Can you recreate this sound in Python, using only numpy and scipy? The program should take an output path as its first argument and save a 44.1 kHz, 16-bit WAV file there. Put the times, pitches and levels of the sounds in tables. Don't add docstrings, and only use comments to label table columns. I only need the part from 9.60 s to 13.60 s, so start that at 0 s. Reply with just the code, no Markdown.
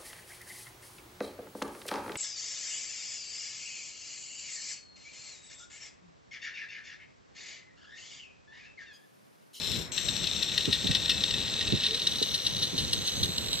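import sys
import numpy as np
from scipy import signal
from scipy.fft import rfft, irfft
from scipy.io import wavfile
from scipy.ndimage import uniform_filter1d, map_coordinates

SR = 44100
rng = np.random.default_rng(int(sys.argv[2]) if len(sys.argv) > 2 else 0)


def wav_out(sig):
    wavfile.write(sys.argv[1], SR, np.round(np.clip(np.atleast_2d(sig).T, -1, 1) * 32767).astype(np.int16))


N = 176400

# start_s, level_db, decay_s
GEAR_KNOCKS = [(0.376, -17, 0.0082), (0.4847, -12.5, 0.0046), (0.563, -16, 0.0026), (0.64, -17.5, 0.005),
               (0.67, -15, 0.0038), (0.826, -13, 0.0055), (0.8835, -22, 0.003), (0.9766, -9.5, 0.005),
               (1.006, -17.5, 0.0058), (1.054, -13, 0.0027), (1.1278, -6, 0.0028), (1.132, -20.5, 0.026),
               (1.27, -15.5, 0.0073), (1.311, -15, 0.0066), (1.3486, -11.5, 0.0087), (1.457, -15, 0.0034),
               (1.495, -8.5, 0.0033), (1.502, -11, 0.0046), (1.514, -14, 0.0048), (1.638, -7.5, 0.0019),
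               (1.707, -15.5, 0.0049), (1.74, -15, 0.0045), (2.009, -15.5, 0.0048), (2.073, -17, 0.0059),
               (2.121, -12, 0.0025), (2.2184, -19, 0.0032), (2.2323, -18.5, 0.027), (2.2614, -17, 0.011),
               (2.345, -16.5, 0.008), (2.469, -11.5, 0.0058), (2.6246, -16, 0.012), (2.741, -17, 0.012),
               (2.8647, -13.5, 0.0079), (3.023, -19.5, 0.019), (3.178, -20, 0.027), (3.33, -13.5, 0.0064),
               (3.474, -20, 0.018), (3.631, -14, 0.0091), (3.7804, -14.5, 0.0031), (3.929, -14.5, 0.0033)]
# time_s, level_db
CHATTER_LEVEL = [(0, -40), (.16, -36.5), (.24, -52), (.31, -67), (.37, -41), (.65, -35.5), (1.1, -35),
                 (1.5, -33), (2.3, -33), (2.65, -35), (2.8, -38), (3.04, -34), (3.12, -41.5), (3.22, -36),
                 (3.75, -37.5), (4, -36)]
# frequency_hz, gain_db
SHELL_EQ = [(300, -22), (1000, -47), (1800, -18.5), (2100, -21), (2400, -18.5), (3050, -5.5), (3300, -9.5),
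            (3600, 2.5), (4200, -2), (4700, -20), (4950, -13), (5400, -11.5), (6300, -23), (6900, -40),
            (7600, -35), (8400, -20.5), (9600, -60), (11700, -28.5), (16000, -61)]
# pitch_hz, width_hz, gain_db
SHELL_RINGS = [(1871, 36, -8), (2633, 18, -4), (3820, 60, -13.5), (3990, 78, -10)]
# frequency_hz, gain_db
FRONT_EQ = [(1200, -3.5), (1900, -2.5), (2300, -16), (2850, 3), (3900, 0), (4600, 7.5), (5150, -1.5),
            (5700, 7), (8000, 14), (13000, 3.5)]

# time_s, shaft_hz, level_db
FIRST_MOTOR_RUN = [(0, 166.8, -39), (.17, 174, -40), (.25, 174, -45), (.31, 165, -63), (.4, 173, -89)]
SECOND_MOTOR_RUN = [(.312, 196, -90), (.32, 191, -41), (.5, 200, -41), (1, 199.3, -43.5),
                    (2.6, 196.6, -45.5), (3.3, 196, -46.5), (4, 195.4, -49)]
# frequency_hz, gain_db
FIRST_HISS_EQ = [(1000, -23), (3000, -6), (4000, 7), (4800, -10), (5350, 1.5), (6100, -7), (6900, -14),
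                 (7250, 0.5), (7800, -8.5), (8600, -8), (9400, -30), (11000, -22), (12600, -10),
                 (14000, -37)]
SECOND_HISS_EQ = [(1000, -19), (3000, -2), (4100, 4), (4700, -8), (5150, -19), (5700, -1.5), (6150, -5.5),
                  (6500, 0), (6900, -22), (7600, -12.5), (8400, -7.5), (9400, -54), (10700, -45),
                  (11700, -13.5), (12700, -26), (16000, -32)]
# shaft_multiple, level_db
FIRST_PARTIALS = [(31.3, 4), (39, -9), (42, -7)]
SECOND_PARTIALS = [(27, 3), (28, 1), (30, 6), (31.8, -3), (32, -7), (37, 3), (38.5, 6.5), (42, 1)]
# frequency_hz, gain_db
STARTUP_EQ = [(7000, -23), (7600, 16), (8000, -20), (9000, -51)]
# pitch_hz, width_hz
HOUSING_RINGS = [(5630, 250), (6370, 160), (7600, 620), (12500, 1300)]
# time_s, then one level_db per resonance
HOUSING_SWELLS = [(.3, -8, -13, -10, -31), (1.5, -5, -19, -5.5, -18), (2.1, -14, -11, -8.5, -20),
                  (2.6, -2.5, -8, -31, -10), (3.2, -8, -3.5, -9.5, -14), (3.6, -22, 1.5, -5, -5),
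                  (4, -18, -14, 2, -3)]
# time_s, left_over_right_db
TOY_PAN = [(0, 11.5), (1, 8), (1.85, 7), (2.1, 4), (2.7, 5.5), (4, 1.5)]

# start_s, level_db, length_s, centre_hz
HANDLING_BUMPS = [(1.072, -27, 0.027, 198), (1.234, -31.5, 0.035, 174), (1.283, -26.5, 0.026, 104),
                  (2.119, -23, 0.032, 147), (2.609, -30.5, 0.018, 266), (3.125, -33.5, 0.027, 158),
                  (3.365, -37, .03, 130), (3.685, -31.5, 0.013, 152)]
# start_s, length_s, from_hz, to_hz, level_db
ROOM_NOTE = (2.285, .11, 430, 530, -39.5)
# frequency_hz, gain_db
SHOP_EQ = [(20, -22), (40, -7), (65, 0), (110, 2), (200, -1), (300, -8), (500, -8.5), (750, -16.5),
           (1200, -17), (2500, -15.5), (5000, -69), (16000, -40)]
# frequency_hz, correlation
SHOP_CORRELATION = [(125, 0.015), (300, 0.51), (600, 0.47), (1500, 0)]
# time_s, level_db
SHOP_FADER = [(0.15, -40), (.28, -43.5), (.5, -41), (2, -38.5), (2.8, -41), (4, -39.5)]


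def gear_knocks(clicks_per_s=7000, rise_s=.0028, body_db=-8.5, snap_db=-30, snap_hz=8400):
    out, t = np.zeros(N), (np.arange(4096) - 1024) / SR
    treble = signal.butter(2, snap_hz, "high", fs=SR, output="sos")
    for start_s, level_db, decay_s in GEAR_KNOCKS:
        clicks = random_clicks(clicks_per_s, len(t))
        swell = amp(-8.5 * abs(t / np.where(t < 0, rise_s, decay_s)) ** 1.4)
        body = shell(clicks * swell)
        body *= np.sqrt(decay_s * SR) / np.linalg.norm(body) * amp(level_db + body_db)
        snap = signal.sosfilt(treble, clicks * swell ** 2) * amp(snap_db + 1.4 * level_db)
        add(out, start_s + rise_s + t[0], body + snap)
    return out


def gear_chatter(teeth_per_s=4000, spread_db=3, clump_db=5.5, clump_hz=149, whirr_db=-6):
    clicks = random_clicks(teeth_per_s, N)
    clumps = wander(clump_hz)
    clumps = np.clip(clumps - uniform_filter1d(clumps, SR // 25), -2, 1.3)
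    accent_db = spread_db * np.clip(rng.standard_normal(N), -2, 2) + clump_db * clumps
    drive = unit(clicks * amp(accent_db)) + amp(whirr_db) * rng.standard_normal(N)
    return unit(shell(drive)) * amp(curve(CHATTER_LEVEL))


def shell(x):
    rings = sum(amp(db) * resonate(x, hz, width) for hz, width, db in SHELL_RINGS)
    return equalise(x, SHELL_EQ) + rings


def turn_to_front(gears, from_s=2.21, to_s=2.74):
    front = curve([(from_s, 0), (to_s, 1)])
    return (1 - front) * gears + front * equalise(gears, FRONT_EQ)


def motors():
    first = brushes(FIRST_MOTOR_RUN, FIRST_PARTIALS, FIRST_HISS_EQ, waver=.00062, flutter_db=3.5)
    second = brushes(SECOND_MOTOR_RUN, SECOND_PARTIALS, SECOND_HISS_EQ, waver=.00274, flutter_db=2)
    for column, (hz, width) in enumerate(HOUSING_RINGS, start=1):
        band = resonate(rng.standard_normal(N), hz, width)
        steep_band = resonate(band, hz, width)
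        second += unit(steep_band) * amp(curve(HOUSING_SWELLS, column))
    first *= amp(curve(FIRST_MOTOR_RUN, column=2))
    second *= amp(curve(SECOND_MOTOR_RUN, column=2))
    return first + second


def brushes(run, partials, hiss_eq, waver, flutter_db, whine_db=-9):
    shaft_hz = curve(run) * (1 + waver * wander(24.2))
    phase = 2 * np.pi * np.cumsum(shaft_hz) / SR
    whine = sum(amp(db + 2 * wander(8)) * np.cos(multiple * phase + rng.uniform(0, 2 * np.pi))
                for multiple, db in partials)
    hiss = rng.standard_normal(N) * (1 + .46 * np.cos(phase)) * amp(flutter_db * wander(74))
    return unit(equalise(hiss, hiss_eq)) + amp(whine_db) * unit(whine)


def startup_whirr(start_s=.317, level_db=-45.5, fade_db_per_s=29):
    phase = 2 * np.pi * np.cumsum(curve(SECOND_MOTOR_RUN)) / SR
    hiss = rng.standard_normal(N) * (1 + .46 * np.cos(phase)) * amp(2 * wander(74))
    age_s = np.arange(N) / SR - start_s
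    fade = (age_s > 0) * amp(level_db - fade_db_per_s * abs(age_s))
    return unit(equalise(hiss, STARTUP_EQ)) * fade


def handling_bumps(boost_db=5, shared_gain=.46):
    out, t = np.zeros((2, N)), np.arange(SR // 4) / SR
    muffle = signal.butter(6, 560, fs=SR, output="sos")
    for start_s, level_db, length_s, hz in HANDLING_BUMPS:
        push = rng.standard_normal((3, len(t))) * t * np.exp(-(t / length_s * 2) ** 1.55)
        band = signal.butter(2, [hz * .53, hz * 1.69], "band", fs=SR, output="sos")
        left, right, shared = signal.sosfilt(muffle, signal.sosfilt(band, push))
        for channel, own in zip(out, (left, right)):
            thud = own + shared_gain * shared
            add(channel, start_s, thud / abs(thud).max() * amp(level_db + boost_db))
    return reflections(out, t60_s=.084, wet_db=-3)


def room_note():
    start_s, length_s, from_hz, to_hz, level_db = ROOM_NOTE
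    out, progress = np.zeros(N), np.arange(0, length_s, 1 / SR) / length_s
    pitch_hz = from_hz + (to_hz - from_hz) * progress ** 2
    swell = amp(level_db) * np.sin(np.pi * np.sqrt(progress))
    add(out, start_s, swell * np.sin(2 * np.pi * np.cumsum(pitch_hz) / SR))
    return out


def shop_rumble(lump_db=3.5, lump_rate_hz=7.5, lumps_below_hz=370):
    hz = np.fft.rfftfreq(N, 1 / SR)
    noise = rng.standard_normal((2, N))
    lumpy = unit(noise * amp(lump_db * wander(lump_rate_hz)))
    lows = 1 / (1 + (hz / lumps_below_hz) ** 2)
    left, independent = lows * rfft(lumpy) + (1 - lows) * rfft(noise)
    alike = spectrum_at(SHOP_CORRELATION, hz)
    right = alike * left + np.sqrt(1 - alike ** 2) * independent
    bed = irfft(np.array([left, right]) * amp(spectrum_at(SHOP_EQ, hz)), N)
    return unit(bed) * amp(curve(SHOP_FADER))


def pan(x, offset_db, lag_from_s, lag_to_s):
    lag = np.linspace(lag_from_s, lag_to_s, N) * SR
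    left = map_coordinates(x, [np.arange(N) - lag], order=3)
    pan_db = curve(TOY_PAN) + offset_db
    return np.array([left * amp(pan_db / 2), x * amp(-pan_db / 2)])


def reflections(x, t60_s, wet_db, spots=4):
    t = np.arange(SR // 3) / SR
    tails = rng.standard_normal((spots, 2, len(t))) * amp(-60 * t / t60_s) * (t > .001)
    tails /= np.linalg.norm(tails, axis=-1, keepdims=True)
    position = np.linspace(0, spots - 1, N)
    wet = np.zeros((2, N))
    for spot, tail in enumerate(tails):
        crossfade = np.cos(np.pi / 2 * np.clip(position - spot, -1, 1))
        wet += crossfade * signal.fftconvolve(x, tail, axes=1)[:, :N]
    return x + amp(wet_db) * wet


def random_clicks(per_s, samples):
    return (rng.random(samples) < per_s / SR) * rng.choice([-1, 1], samples)


def wander(hz):
    rolloff = 1 + (np.fft.rfftfreq(N, 1 / SR) / hz) ** 4
    return unit(irfft(rfft(rng.standard_normal(N)) / rolloff, N))


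def resonate(x, hz, width_hz):
    return signal.lfilter(*signal.iirpeak(hz, hz / width_hz, SR), x)


def equalise(x, eq):
    gain = amp(spectrum_at(eq, np.fft.rfftfreq(len(x), 1 / SR)))
    return irfft(rfft(x) * gain, len(x))


def spectrum_at(table, hz):
    points_hz, values = np.transpose(table)
    return np.interp(np.log(hz + 1), np.log(points_hz + 1), values)


def curve(rows, column=1):
    rows = np.array(rows)
    return np.interp(np.arange(N) / SR, rows[:, 0], rows[:, column])


def add(mix, start_s, sound):
    part = mix[max(round(start_s * SR), 0):][:len(sound)]
    part += sound[:len(part)]


def amp(db):
    return 10 ** (np.asarray(db) / 20)


def unit(x):
    return x / np.sqrt(np.mean(x ** 2) + 1e-20)


def scene():
    gears = turn_to_front(gear_chatter() + gear_knocks())
    gears = pan(gears, offset_db=-3, lag_from_s=-7.5e-6, lag_to_s=80e-6)
    gears = reflections(gears, t60_s=.012, wet_db=-14)
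    whirr = pan(motors() + startup_whirr(), offset_db=-2, lag_from_s=20e-6, lag_to_s=30e-6)
    whirr = reflections(whirr, t60_s=.18, wet_db=-4)
    toys = reflections(gears + whirr, t60_s=.3, wet_db=-14)
    return toys + handling_bumps() + room_note() + shop_rumble()


def record(dry):
    high_cut = signal.firwin(511, 15700, window=("kaiser", 9), fs=SR)
    return signal.oaconvolve(dry, high_cut[None], "same")


dry = scene()
out = record(dry)
wav_out(out)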